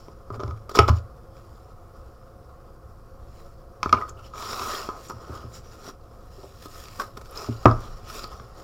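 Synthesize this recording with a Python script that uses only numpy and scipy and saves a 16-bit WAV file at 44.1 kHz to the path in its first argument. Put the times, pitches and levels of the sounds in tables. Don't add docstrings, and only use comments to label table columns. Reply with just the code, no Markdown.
import sys
import numpy as np
from scipy import signal
from scipy.fft import rfft, irfft, next_fast_len
from scipy.io import wavfile
from scipy.ndimage import uniform_filter1d, map_coordinates

SR = 44100
rng = np.random.default_rng(int(sys.argv[2]) if len(sys.argv) > 2 else 0)


def digitize_waveform(pressure):
    field = np.atleast_2d(pressure).T
    bounded = np.clip(field, -1, 1)
    quanta = np.round(bounded * 32767).astype(np.int16)
    wavfile.write(sys.argv[1], SR, quanta)


def decibels_to_gain(level_db):
    exponent = np.asarray(level_db, float) / 20
    return 10 ** exponent


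N = 380583

# [f/Hz, density/dB per Hz]
FAN_SPECTRUM = [(88, -20), (150, -0.5), (254, -5.5), (285, -10.5), (308, -11), (333, 2), (408, -23),
                (436, -5.5), (559, 2), (618, -50), (676, 0), (774, -21), (980, -16.5), (1070, -5.5),
                (2200, -36), (2860, -64.5), (4840, -120)]
# [f/Hz, width/Hz, level/dB]
FAN_LINES = [(529, 4.7, -64), (727, 7.4, -66.5)]
# [f/Hz, density/dB per Hz]
RUMBLE_SPECTRUM = [(8.8, -36.5), (15, 6.5), (32, -3.5), (70, 5), (84, -5), (102, 2), (161, -13.5),
                   (200, -38), (260, -53), (440, -120)]
# [f/Hz, density/dB per Hz]
HISS_SPECTRUM = [(1000, -23.5), (1700, -18.5), (2520, -2), (2710, -10.5), (3040, -6.5), (3300, -10),
                 (5080, 0.5), (6540, -5.5), (7110, -7), (9590, -6.5), (10400, -5), (15200, -5.5),
                 (15900, -9.5)]
# [f/Hz, t60/s]
ROOM_DECAY = [(100, 0.31), (1200, 0.24), (5000, 0.14), (12000, 0.078)]
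FAN_DB, HISS_DB, BUILDING_DB, SWAY_DB = -53.5, -72, -52, -60.5
SHAKE_DB, SHAKE_T60_S = -32, 0.94
KICK_DB, KICK_T60_S, KICK_RISE_S = -29.5, 1.5, 0.069
LIFTED_S = 5

# [f/Hz, density/dB per Hz]
SKIN_SPECTRUM = [(1000, -21.5), (1700, -1), (1840, -2), (2040, -7), (2170, -2), (2870, -0.5), (3310, -3),
                 (4250, -2), (5160, -0.5), (5640, 0), (6320, -9), (7130, -4), (8500, -58.5), (11000, -49.5),
                 (18700, -120)]
# [f/Hz, width/Hz, level/dB]
SKIN_RINGS = [(1850, 55, 3.5), (2090, 52, -7.5), (3280, 140, -2.5), (4045, 90, -1), (4500, 120, 0),
              (5160, 190, 5), (5750, 97, 4), (6960, 230, 2.5)]
# [f/Hz, density/dB per Hz]
AIRY_SPECTRUM = [(4410, -18), (7500, 4.5), (8970, -1), (15100, 1), (15900, -2)]
# [f/Hz, width/Hz, level/dB]
RUBBED_WALLS = [(1060, 100, -2.5), (1190, 75, -0.5), (1260, 42, 5), (1410, 130, -4.5)]
# [f/Hz, width/Hz, level/dB]
RUBBED_HOLLOW = [(230, 22, -1.5), (335, 82, -2.5), (408, 55, 4.5), (560, 130, 0.5), (642, 120, 2),
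                 (815, 270, -5)]
# skin, airy, wall, hollow [level/dB]
RESTING_DB = [-74.5, -79, -62, -59]
# [peak t/s, rise/s, fall/s, hiss level/dB, wood/dB re hiss]
HAND_STROKES = [(0.0, .1, 0.25, -61, 4), (.344, 0.028, 0.046, -60, 21.5), (.41, 0.027, 0.33, -62.5, 16.5),
                (.695, .005, 0.064, -54, 7.5), (.716, 0.013, 0.022, -47, 6),
                (.757, 0.015, 0.093, -34.5, 3.5), (.815, .04, .07, -52.5, 3), (.885, 0.014, 0.035, -39, 3),
                (.97, .08, 0.044, -52, 0.5), (3.85, 0.028, 0.18, -52, -11),
                (4.005, 0.073, 0.086, -56.5, 20.5), (4.19, 0.093, 0.098, -66, 13.5),
                (4.265, 0.11, 0.054, -54, 2), (4.96, 0.51, 0.124, -59, 15), (5.11, 0.034, 0.033, -50, 7),
                (5.22, 0.16, 0.25, -57.5, 10.5), (5.36, 0.18, 0.18, -52, 9.5),
                (5.65, 0.042, 0.17, -60.5, -6), (5.74, 0.19, 0.087, -55, 2), (5.89, 0.17, 0.047, -48.5, 3),
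                (7.31, .03, .1, -65.5, 15.5), (7.375, 0.092, 0.2, -45.5, 2.5), (7.42, 0.11, 0.25, -45.5, 3),
                (7.5, 0.12, 0.078, -71, 10), (7.63, 0.061, 0.17, -51.5, 5), (7.69, 0.018, 0.39, -68, 18.5),
                (7.85, 0.61, 1, -57, 4), (8.32, 0.13, 0.28, -54.5, 7), (8.59, 0.078, 0.18, -54, 5)]
# [peak t/s, rise/s, fall/s, hiss level/dB, wood/dB re hiss]
CLOTH_STROKES = [(1.37, 0.078, 0.4, -65.5, 2.5), (1.57, 0.296, 0.32, -69, 8), (1.95, 0.15, .3, -72, 10),
                 (3.36, 0.2, 0.44, -63.5, -18), (4.09, 0.039, 0.026, -55, 5.5),
                 (5.07, 0.26, 0.091, -52, -25), (5.555, 0.085, 0.061, -49.5, -1),
                 (5.865, 0.077, 0.047, -52, 3), (6.46, 0.47, 0.66, -58, -2),
                 (6.66, 0.088, 0.031, -48.5, -2), (6.78, 0.21, 0.38, -48.5, -3.5),
                 (6.96, 0.12, 0.16, -53, 0), (7.0, 0.014, 0.052, -40, 5.5), (7.04, .03, 0.062, -54, 9),
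                 (7.173, 0.0048, 0.019, -46, 8.5), (7.2, 0.081, 0.16, -63, 6),
                 (7.215, 0.0055, .015, -47, 7), (7.26, 0.056, 0.11, -57, 2.5)]
# [t/s, hiss level/dB]
PRICKS = [(.327, -57), (.36, -58), (.573, -66), (.695, -45.5), (5.0978, -43), (5.119, -48.5), (5.2786, -63),
          (6.625, -49.5), (6.658, -43), (6.684, -51), (6.802, -51), (6.839, -45), (6.912, -53),
          (7.017, -42), (7.281, -62), (7.2945, -56), (7.309, -57), (7.325, -54.5), (7.358, -44.5),
          (7.794, -56), (7.806, -47), (8.222, -48.5), (8.275, -49.5), (8.3221, -56)]
# [t/s, friction level/dB]
SLIDES = [
    [(4.3, -63), (4.325, -64), (4.345, -52), (4.4, -42.5), (4.43, -42), (4.56, -41), (4.66, -38.5),
     (4.75, -39), (4.8, -41.5), (4.9, -48.5), (4.98, -70)],
    [(8.04, -60.5), (8.066, -54), (8.09, -44.5), (8.15, -43), (8.195, -42.5), (8.21, -48), (8.24, -45),
     (8.256, -50.5), (8.3, -64)],
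]
HAND_AIRY_DB, CLOTH_AIRY_DB, SLIDE_AIRY_DB = -9, -5, -6.5
HOLLOW_DB, SLIDE_HOLLOW_DB = -1.5, -4
SLIDE_WOOD_DB = (4, 0.5)
BRIGHTENS = 0.4
PRICK_RISE_S, PRICK_FALL_S, PRICK_AIRY_DB, PRICK_WOOD_DB = 0.0024, 0.01, -4, -3.5
RATTLE_DB, RATTLE_T60_S, RATTLE_LAG_S = -31.5, 0.48, 0.034
# skin, airy, wall, hollow [level/dB]
RATTLE_SHARE_DB = [-18, -39.5, 0, -4]

# [t/s, level/dB, lower mode/dB re upper, third mode/dB re upper]
THUMPS = [(0.308, -26.5, -25, -8), (0.37, -28, -8, 0), (0.439, -20, -7, -21), (0.48, -23, 0.5, -15),
          (0.519, -25, -21, -26), (0.792, -10, 2, -21), (0.894, -10, 5.5, -4.5), (3.862, -34.5, 10, -11),
          (3.929, -26, 2.5, 5.5), (4.111, -42, 3, -5), (4.439, -46, 4, -3), (4.6, -39, 4, -2),
          (5.13, -34, -1, 2), (5.296, -34, 5.5, 2), (5.44, -29.5, -4, -5), (7.4827, -17.5, -12, 5.5),
          (7.6528, -4, -8, -4), (8.398, -35.5, -31, -1.5)]
# [f/Hz, t60/s]
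COUNTER_MODES = [(108, .25), (82.4, 0.25), (234, 0.081)]
LIFTED_COUNTER_HZ, LIFTED_COUNTER_T60_S = 114.1, 0.26

# [f/Hz, level/dB]
HOLLOW_MODES = [(230, -9), (300, -0.5), (390, 5), (500, 0.5), (590, 3.5), (660, -2), (815, -0.5)]
# [t/s, level/dB, favoured f/Hz, t60/s]
BUMPS = [(0.082, -24, 397, 0.019), (0.3021, -17.5, 393, 0.032), (0.395, -18.5, 402, 0.077),
         (0.432, -12, 390, 0.027), (0.476, -26, 275, 0.098), (0.693, -21.5, 678, 0.028),
         (0.7498, -14, 800, 0.015), (0.771, -4, 388, 0.028), (0.884, -1.5, 473, 0.037),
         (3.859, -7.5, 340, 0.02), (3.926, -19.5, 236, 0.16), (4.887, -11.5, 340, 0.02),
         (5.097, -21, 283, 0.03), (5.295, -19.5, 350, 0.042), (5.329, -29, 288, 0.04),
         (5.44, -25.5, 232, 0.045), (5.877, -24, 233, 0.044), (6.38, -30, 396, 0.086),
         (6.433, -23.5, 527, 0.083), (6.656, -21.5, 300, 0.03), (6.994, -47, 361, 0.032),
         (7.486, -11, 300, 0.035), (8.239, -19, 447, 0.023)]
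# [t/s, level/dB, centre f/Hz, length/ms]
TICKS = [(0.7712, -32, 2650, 0.8), (0.7903, -24, 3100, 1), (0.7908, -36, 5050, 1.8), (0.7905, -41, 9500, 1),
         (0.7525, -48, 5380, 4), (0.885, -43, 5190, 4), (0.893, -44, 3000, 1.2), (0.972, -60, 2690, 3),
         (3.8298, -40, 2250, 1), (3.8932, -53, 2300, 1.5), (3.947, -50, 2250, 3), (3.966, -51, 2300, 4),
         (4.012, -52, 1950, 3), (4.165, -72, 2850, 20), (4.23, -70, 3000, 14), (5.53, -64, 7100, 18),
         (5.535, -63, 5400, 16), (4.0916, -53, 6810, 2.3), (4.7497, -46, 3457, 2.3), (5.084, -57, 7100, 3),
         (7.657, -38, 1850, 2), (8.2415, -47, 4500, 1), (7.309, -57, 11200, 2), (7.3729, -44, 5100, 2.4),
         (7.71, -51, 4960, 1.9)]
# [t/s, level/dB]
SNAPS = [
    (6.998, -10.5),
    (7.017, -20.5),
]
# [f/Hz, level/dB, t60/s]
PINCHED_MODES = [(594, -15, 0.14), (1116, 4, 0.047), (1530, 2.5, 0.027)]

# [f/Hz, level/dB, share of t60]
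WALL_MODES = [(1032, 0, 0.98), (1143, -11, .8), (1190, -1, 1), (1255.4, 3, 1), (1510, -5, 0.14)]
# [f/Hz, width/Hz, level/dB]
CRACK_RESONANCES = [(1870, 60, -7), (2240, 330, 4), (2680, 350, 0), (2940, 600, -2.5), (3580, 910, 0),
                    (4500, 400, 0), (5400, 420, 2), (6620, 1400, -8.5), (11000, 8300, -25)]
# [t/s, ring level/dB, favoured f/Hz, crack/dB re ring, ring t60/s]
LID_KNOCKS = [(0.083, -43, 1030, -16, 0.048), (0.3026, -27, 1210, -33, .06), (0.322, -49, 1220, -24, .05),
              (0.343, -49.5, 1220, -5, .12), (0.395, -31, 1210, -22, 0.07),
              (0.4016, -29.5, 1270, -18.5, 0.075), (0.4087, -36, 1240, -16.5, 0.05),
              (0.4345, -26, 1220, -22, 0.049), (0.4787, -34.5, 1270, -17, 0.11),
              (0.5085, -32, 1260, -18.5, 0.078), (0.575, -50.5, 1250, -12, .04),
              (0.693, -31.5, 1320, -16, .025), (0.7505, -18.5, 1150, -22.5, .07),
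              (0.7714, -21.5, 1017, -12.5, .07), (0.78, -18, 1240, -26.5, .05),
              (0.788, -12, 1290, -9, 0.034), (0.7967, -12, 1270, -35.5, 0.025),
              (0.8797, -19, 1150, -14, 0.034), (0.884, -13, 1260, -22.5, 0.045),
              (0.891, -13.5, 1250, -19.5, 0.052), (1.3675, -51.5, 1366, -7, .05)]
# [t/s, ring level/dB, favoured f/Hz, crack/dB re ring, ring t60/s]
TAP_KNOCKS = [(3.8297, -13, 1150, -16, 0.022), (3.8588, -14, 1220, -35, 0.032),
              (3.8932, -23.5, 1200, -18.5, 0.016), (3.9263, -16, 1260, -8.5, 0.04),
              (3.9442, -20, 1240, -29, 0.02), (3.9765, -23.5, 1260, -31, 0.029),
              (3.988, -26, 1260, -30, 0.086), (4.022, -22.5, 1260, -31, 0.08),
              (4.336, -30.5, 1290, -22, 0.085), (4.5942, -22, 1190, -14, 0.036),
              (4.8889, -22.5, 1140, -22, 0.096), (5.0998, -25.5, 1250, -25, 0.021),
              (5.1076, -27.5, 1160, -29, 0.031)]
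# [t/s, ring level/dB, favoured f/Hz, crack/dB re ring, ring t60/s]
GRIT_CATCHES = [(4.3563, -36, 1250, -14, 0.043), (4.3787, -40, 1230, -5, .04),
                (4.4231, -29, 1250, -12.5, 0.049), (4.458, -34, 1270, -17, 0.031),
                (4.5164, -40, 1250, -21, .04), (4.5304, -24.5, 1230, -16, .04),
                (4.6162, -23.5, 1250, -24, 0.032), (4.632, -24.5, 1260, -20.5, 0.036),
                (4.656, -26.5, 1270, -21, 0.056), (4.7, -26.5, 1230, -22, 0.045),
                (4.7344, -30, 1250, -12, 0.047)]
# [t/s, ring level/dB, favoured f/Hz, crack/dB re ring, ring t60/s]
HELD_KNOCKS = [(6.4328, -47, 1060, -25, 0.1), (6.656, -39, 1290, -19, 0.12),
               (6.855, -39.5, 1250, -4, 0.088), (6.8837, -40.5, 1310, -0.5, 0.039),
               (6.9968, -25, 1140, -11, 0.018), (7.1712, -45.5, 1050, -2, .034),
               (7.214, -47, 1076, -5.5, 0.045), (7.257, -47.5, 1210, 0, 0.046),
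               (7.656, -12.5, 1230, -16.5, 0.023), (8.2421, -32, 1250, -10, 0.079),
               (8.398, -33, 1360, -21, 0.017)]
# [t/s, ring level/dB, favoured f/Hz,
# crack/dB re ring, ring t60/s]
FURTHER_KNOCKS = [(3.9515, -21, 1250, -40, 0.026), (3.969, -41, 1400, -22, .03),
                  (4.006, -42, 1250, -27, 0.026), (4.013, -28, 1200, -24, .03),
                  (4.7505, -32, 1250, -19, .04), (7.384, -38, 1205, -25, .04),
                  (7.417, -31.5, 1250, -25, 0.036), (7.444, -30, 1100, -25, .04),
                  (7.7, -22.5, 1350, -30, 0.023), (7.712, -22.5, 1250, -26, 0.044),
                  (8.072, -40, 1250, -20, .05), (8.1, -34, 1250, -16.5, 0.036)]
LID_MS, TAP_MS, CATCH_MS, HELD_MS = 3.2, 2.5, 4.8, 2.6
MIDDLING_DB, LINGERS = -31, 0.2
SWELL, REBOUND_SIZE = 0.3, 0.3

# [t/s, level/dB, swell/ms]
BLOWS = [
    (0.7899, -3.5, .5),
    (3.9274, -1.5, 2.1),
    (7.6559, 0, 0.92),
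]
# [f/Hz, level/dB, t60/s]
LID_HOME_MODES = [(236, -23, .11), (422, 4.5, 0.027), (405, -21.5, .14), (559, -21, 0.14),
                  (675, -11.5, 0.096), (813, -9.5, 0.091), (900, -25.5, 0.11), (1279, 2, 0.05),
                  (1250, -18.5, 0.07), (2226, -23.5, 0.094), (2430, -1, 0.012), (3120, -16.5, 0.0043)]
# [f/Hz, level/dB, t60/s]
LID_SLAP_MODES = [(241, -31, 0.13), (326, -16, 0.043), (403, -33, 0.15), (487, -29, 0.14),
                  (633, -13.5, 0.038), (1020, -12, 0.067), (1244, 2.5, 0.051), (1205, -11, 0.074),
                  (2170, -11.5, 0.021), (2360, -38, 0.13), (2805, -18, 0.021), (3380, -34, 0.01),
                  (1450, -23, 0.07)]
# [f/Hz, level/dB, t60/s]
SET_DOWN_MODES = [(225.6, -21, 0.2), (291, -3, 0.065), (363, -5.5, 0.086), (512, -3, 0.025),
                  (592, 4.5, 0.02), (652, -6.5, 0.06), (745, 0, .025), (930, -9.5, 0.08), (1078, -12, .12),
                  (1218, 2, .035), (1186, -24.5, 0.41), (1292, -14.5, 0.2), (1600, -25.5, 0.12),
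                  (1826, -18.5, 0.043)]


def unit(x):
    return x / np.sqrt(np.mean(x ** 2) + 1e-20)


def along(points, hz):
    f, v = np.transpose(points)
    return np.interp(np.log(hz + 1), np.log(f + 1), v)


def add_at(out, s, x):
    out[round(s * SR):][:len(x)] += x


def wobble(rate_hz):
    knots = rng.standard_normal(int(N * rate_hz / SR) + 4)
    return map_coordinates(knots, [np.arange(N) * rate_hz / SR])


def filtered(x, response):
    m = next_fast_len(N + SR // 2)
    return irfft(rfft(x, m) * response(np.fft.rfftfreq(m, 1 / SR)), m)[..., :N]


def resonances(peaks):
    def response(f):
        total = 0
        for k, (hz, width, db) in enumerate(peaks):
            total = total + (-1) ** k * decibels_to_gain(db) * 1j * f * width / (hz * hz - f * f + 1j * f * width)
        return total
    return response


def shaped(spectrum):
    return lambda hz: decibels_to_gain(along(spectrum, hz))


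def grit(response, rate_hz, grain_db, patchy_db=0.66):
    z = signal.stft(rng.standard_normal(N + 512), nperseg=512)[2]
    field = uniform_filter1d(rng.standard_normal(z.shape), size=5, axis=0)
    field = uniform_filter1d(field, size=14, axis=1)
    noise = signal.istft(z * decibels_to_gain(patchy_db * unit(field)), nperseg=512)[1][:N]
    return unit(filtered(noise * decibels_to_gain(grain_db * wobble(rate_hz)), response))


def decaying(hz, db, t60, t):
    return decibels_to_gain(db - 60 * t / t60) * np.sin(2 * np.pi * hz * t)


def ring(modes, t, favoured_hz, spread_db, luck_db):
    x = 0
    for (hz, db, t60), luck in zip(modes, luck_db):
        x = x + decaying(hz, db + luck - spread_db * abs(np.log2(hz / favoured_hz)), t60, t)
    return x / np.abs(x).max()


def dying(events, t60, rise_s):
    events = np.array(events)
    t = np.clip(np.arange(N) / SR - events[:, :1], 0, None)
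    level = decibels_to_gain(events[:, 1:2] - 60 * t / t60) * (1 - np.exp(-t / rise_s))
    return np.sum(level ** 2, 0)


def kitchen():
    fan = decibels_to_gain(FAN_DB + 0.74 * wobble(2.7)) * grit(shaped(FAN_SPECTRUM), 21, 0.6)
    for hz, width, db in FAN_LINES:
        fan = fan + decibels_to_gain(db) * grit(resonances([(hz, width, 0)]), 12, 1.2)
    pushes = [row[:2] for row in THUMPS]
    landings = [row for row in pushes if row[0] > LIFTED_S]
    shake = decibels_to_gain(SHAKE_DB) ** 2 * dying(pushes, SHAKE_T60_S, 0.02)
    kick = decibels_to_gain(KICK_DB) ** 2 * dying(landings, KICK_T60_S, KICK_RISE_S)
    building = np.sqrt(decibels_to_gain(BUILDING_DB) ** 2 + shake) * grit(shaped(RUMBLE_SPECTRUM), 3.2, 1)
    sway = np.sqrt(decibels_to_gain(SWAY_DB) ** 2 + kick) * grit(resonances([(26.76, 2.5, 0)]), 2.96, 0.83)
    hiss = decibels_to_gain(HISS_DB) * grit(shaped(HISS_SPECTRUM), 8, 0.4)
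    return fan + decibels_to_gain(5) * building + decibels_to_gain(6) * sway + hiss


def room(x):
    out = np.zeros(N + SR)
    for start in range(0, N, SR // 3):
        hz, t, z = signal.stft(rng.standard_normal(SR // 2), SR, nperseg=256)
        decay = decibels_to_gain(-60 * t / along(ROOM_DECAY, hz)[:, None])
        tail = signal.istft(z * decay, SR, nperseg=256)[1]
        echo = signal.fftconvolve(x[start:start + SR // 3], tail / np.linalg.norm(tail))
        out[start + 200:][:len(echo)] += echo
    return out[:N]


def friction():
    t = np.arange(N) / SR
    power = np.tile(decibels_to_gain(RESTING_DB)[:, None] ** 2, N)

    def share(airy_db, wood_db):
        return decibels_to_gain([0, airy_db, wood_db, wood_db + HOLLOW_DB])[:, None]

    pricks = [(s, PRICK_RISE_S, PRICK_FALL_S, db, PRICK_WOOD_DB) for s, db in PRICKS]
    strokes = [(HAND_STROKES, HAND_AIRY_DB), (CLOTH_STROKES, CLOTH_AIRY_DB), (pricks, PRICK_AIRY_DB)]
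    for rows, airy_db in strokes:
        for s, rise, fall, db, wood_db in rows:
            near = slice(max(0, round((s - 2 * rise) * SR)), round((s + 2 * fall) * SR))
            stroke = decibels_to_gain(db - 20 * np.maximum((s - t[near]) / rise, (t[near] - s) / fall))
            power[:, near] += (stroke * share(airy_db, wood_db)) ** 2

    for rows, wood_db in zip(SLIDES, SLIDE_WOOD_DB):
        s, db = np.transpose(rows)
        drag_db = np.interp(t, s, db, -120, -120)
        brighter_db = np.outer([0, BRIGHTENS, 0, 0], drag_db - db.max())
        hollow = decibels_to_gain([[0], [0], [0], [SLIDE_HOLLOW_DB]])
        power += (decibels_to_gain(drag_db + brighter_db) * share(SLIDE_AIRY_DB, wood_db) * hollow) ** 2

    knocked = [*LID_KNOCKS, *TAP_KNOCKS, *HELD_KNOCKS, *BLOWS]
    hard = [row[:2] for row in knocked if row[1] > -16]
    rattle = decibels_to_gain(RATTLE_DB + np.array(RATTLE_SHARE_DB)[:, None])
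    power += dying(hard, RATTLE_T60_S, RATTLE_LAG_S) * rattle ** 2
    return np.sqrt(power)


def rubbing():
    def skin(f):
        return shaped(SKIN_SPECTRUM)(f) * (1 + np.abs(resonances(SKIN_RINGS)(f)))

    layers = [grit(skin, 400, 2, 2.2),
              grit(shaped(AIRY_SPECTRUM), 400, 1.5, 1),
              grit(resonances(RUBBED_WALLS), 150, 1.3, 1),
              grit(resonances(RUBBED_HOLLOW), 120, 1.5, 1)]
    return np.sum(friction() * layers, 0) * decibels_to_gain(1.2 * wobble(40))


def thumps():
    out, t = np.zeros(N + SR), np.arange(SR // 2) / SR
    in_step_s, swell_s = 0.0085, 0.011
    for s, db, lower_db, third_db in THUMPS:
        counter = list(COUNTER_MODES)
        if s > LIFTED_S:
            counter[0] = (LIFTED_COUNTER_HZ, LIFTED_COUNTER_T60_S)
        modes = 0
        for (hz, t60), level in zip(counter, (0, lower_db, third_db)):
            modes = modes + decibels_to_gain(db + level - 60 * t / t60) * np.sin(2 * np.pi * hz * (in_step_s - t))
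        add_at(out, s, modes * (1 - np.exp(-(t / swell_s) ** 2)))
    return out[:N]


def ticks():
    out, t = np.zeros(N + SR), np.arange(SR // 10) / SR
    for s, db, hz, ms in TICKS:
        u = t * 1000 / ms
        noise = unit(uniform_filter1d(rng.standard_normal(len(t)), size=round(7 * SR / hz)))
        add_at(out, s, decibels_to_gain(db + 22.5) * u * np.exp(-u) * noise * np.sin(2 * np.pi * hz * t))
    return out[:N]


def band():
    out, t = np.zeros(N + SR), np.arange(SR // 4) / SR
    slap = ring(PINCHED_MODES, t, 1100, 0, (0, 0, 0)) * (1 - np.exp(-t / 0.0019))
    for s, db in SNAPS:
        add_at(out, s, decibels_to_gain(db) * slap)
    return out[:N]


def bumps():
    out, t = np.zeros(N + SR), np.arange(SR // 4) / SR
    for s, db, favoured_hz, t60 in BUMPS:
        modes = [(hz, level, t60 * np.sqrt(400 / hz)) for hz, level in HOLLOW_MODES]
        body = ring(modes, t, favoured_hz, 12, rng.standard_normal(len(modes)))
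        add_at(out, s + 0.0015, decibels_to_gain(db) * body * (1 - np.exp(-t / 0.0013)))
    return out[:N]


def all_knocks():
    grips = [(LID_KNOCKS, LID_MS), (TAP_KNOCKS, TAP_MS), (GRIT_CATCHES, CATCH_MS),
             (HELD_KNOCKS, HELD_MS), (FURTHER_KNOCKS, HELD_MS)]
    return [(*row, ms * decibels_to_gain(LINGERS * (row[1] - MIDDLING_DB))) for rows, ms in grips for row in rows]


def knocks():
    box, cracks, t = np.zeros(N + SR), np.zeros(N + SR), np.arange(SR // 4) / SR
    for s, db, favoured_hz, crack_db, t60, ms in all_knocks():
        rough = rng.standard_normal(SR // 20)
        fade = np.exp(-t[:len(rough)] * 1000 / ms)
        contact = REBOUND_SIZE * fade * (rough > 1.9) * rough
        contact[0] += 2
        modes = [(hz, level, share * t60) for hz, level, share in WALL_MODES]
        walls = ring(modes, t, favoured_hz, 19, rng.standard_normal(len(modes)))
        walls = signal.fftconvolve(walls, contact)[:len(t)] * (1 - np.exp(-t * 1000 / (SWELL * ms)))
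        add_at(box, s, decibels_to_gain(db) * walls / np.abs(walls).max())
        add_at(cracks, s, decibels_to_gain(db + crack_db + 19) * rough * fade ** 2 * (1 - fade ** 8))

    def soft(f):
        return 1 / (1 + 1.2j * f / 1700 - (f / 1700) ** 2) ** 2

    return filtered(box[:N], soft) + filtered(cracks[:N], resonances(CRACK_RESONANCES))


def blows():
    out, t = np.zeros(N + SR), np.arange(SR // 2) / SR
    for (s, db, swell_ms), modes in zip(BLOWS, (LID_HOME_MODES, LID_SLAP_MODES, SET_DOWN_MODES)):
        body = sum(decaying(hz, level, t60, t) for hz, level, t60 in modes)
        add_at(out, s, decibels_to_gain(db) * body * (1 - np.exp(-t * 1000 / swell_ms)))
    return out[:N]


def scene():
    box = knocks() + blows() + bumps() + ticks() + band()
    mix = kitchen() + decibels_to_gain(-13) * room(box) + rubbing() + thumps() + box
    return mix[None]


def low_pass(x):
    return signal.sosfilt(signal.butter(12, 15840, fs=SR, output="sos"), x)


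def record(dry):
    clipped = dry / (1 + np.abs(dry) ** 5) ** (1 / 5)
    edges = filtered(clipped - dry, lambda f: 1 / (1 + 1j * f / 9000) ** 2)
    mix = np.clip(dry + edges, -1, 1)
    return low_pass(mix)


dry = scene()
out = record(dry)
digitize_waveform(out)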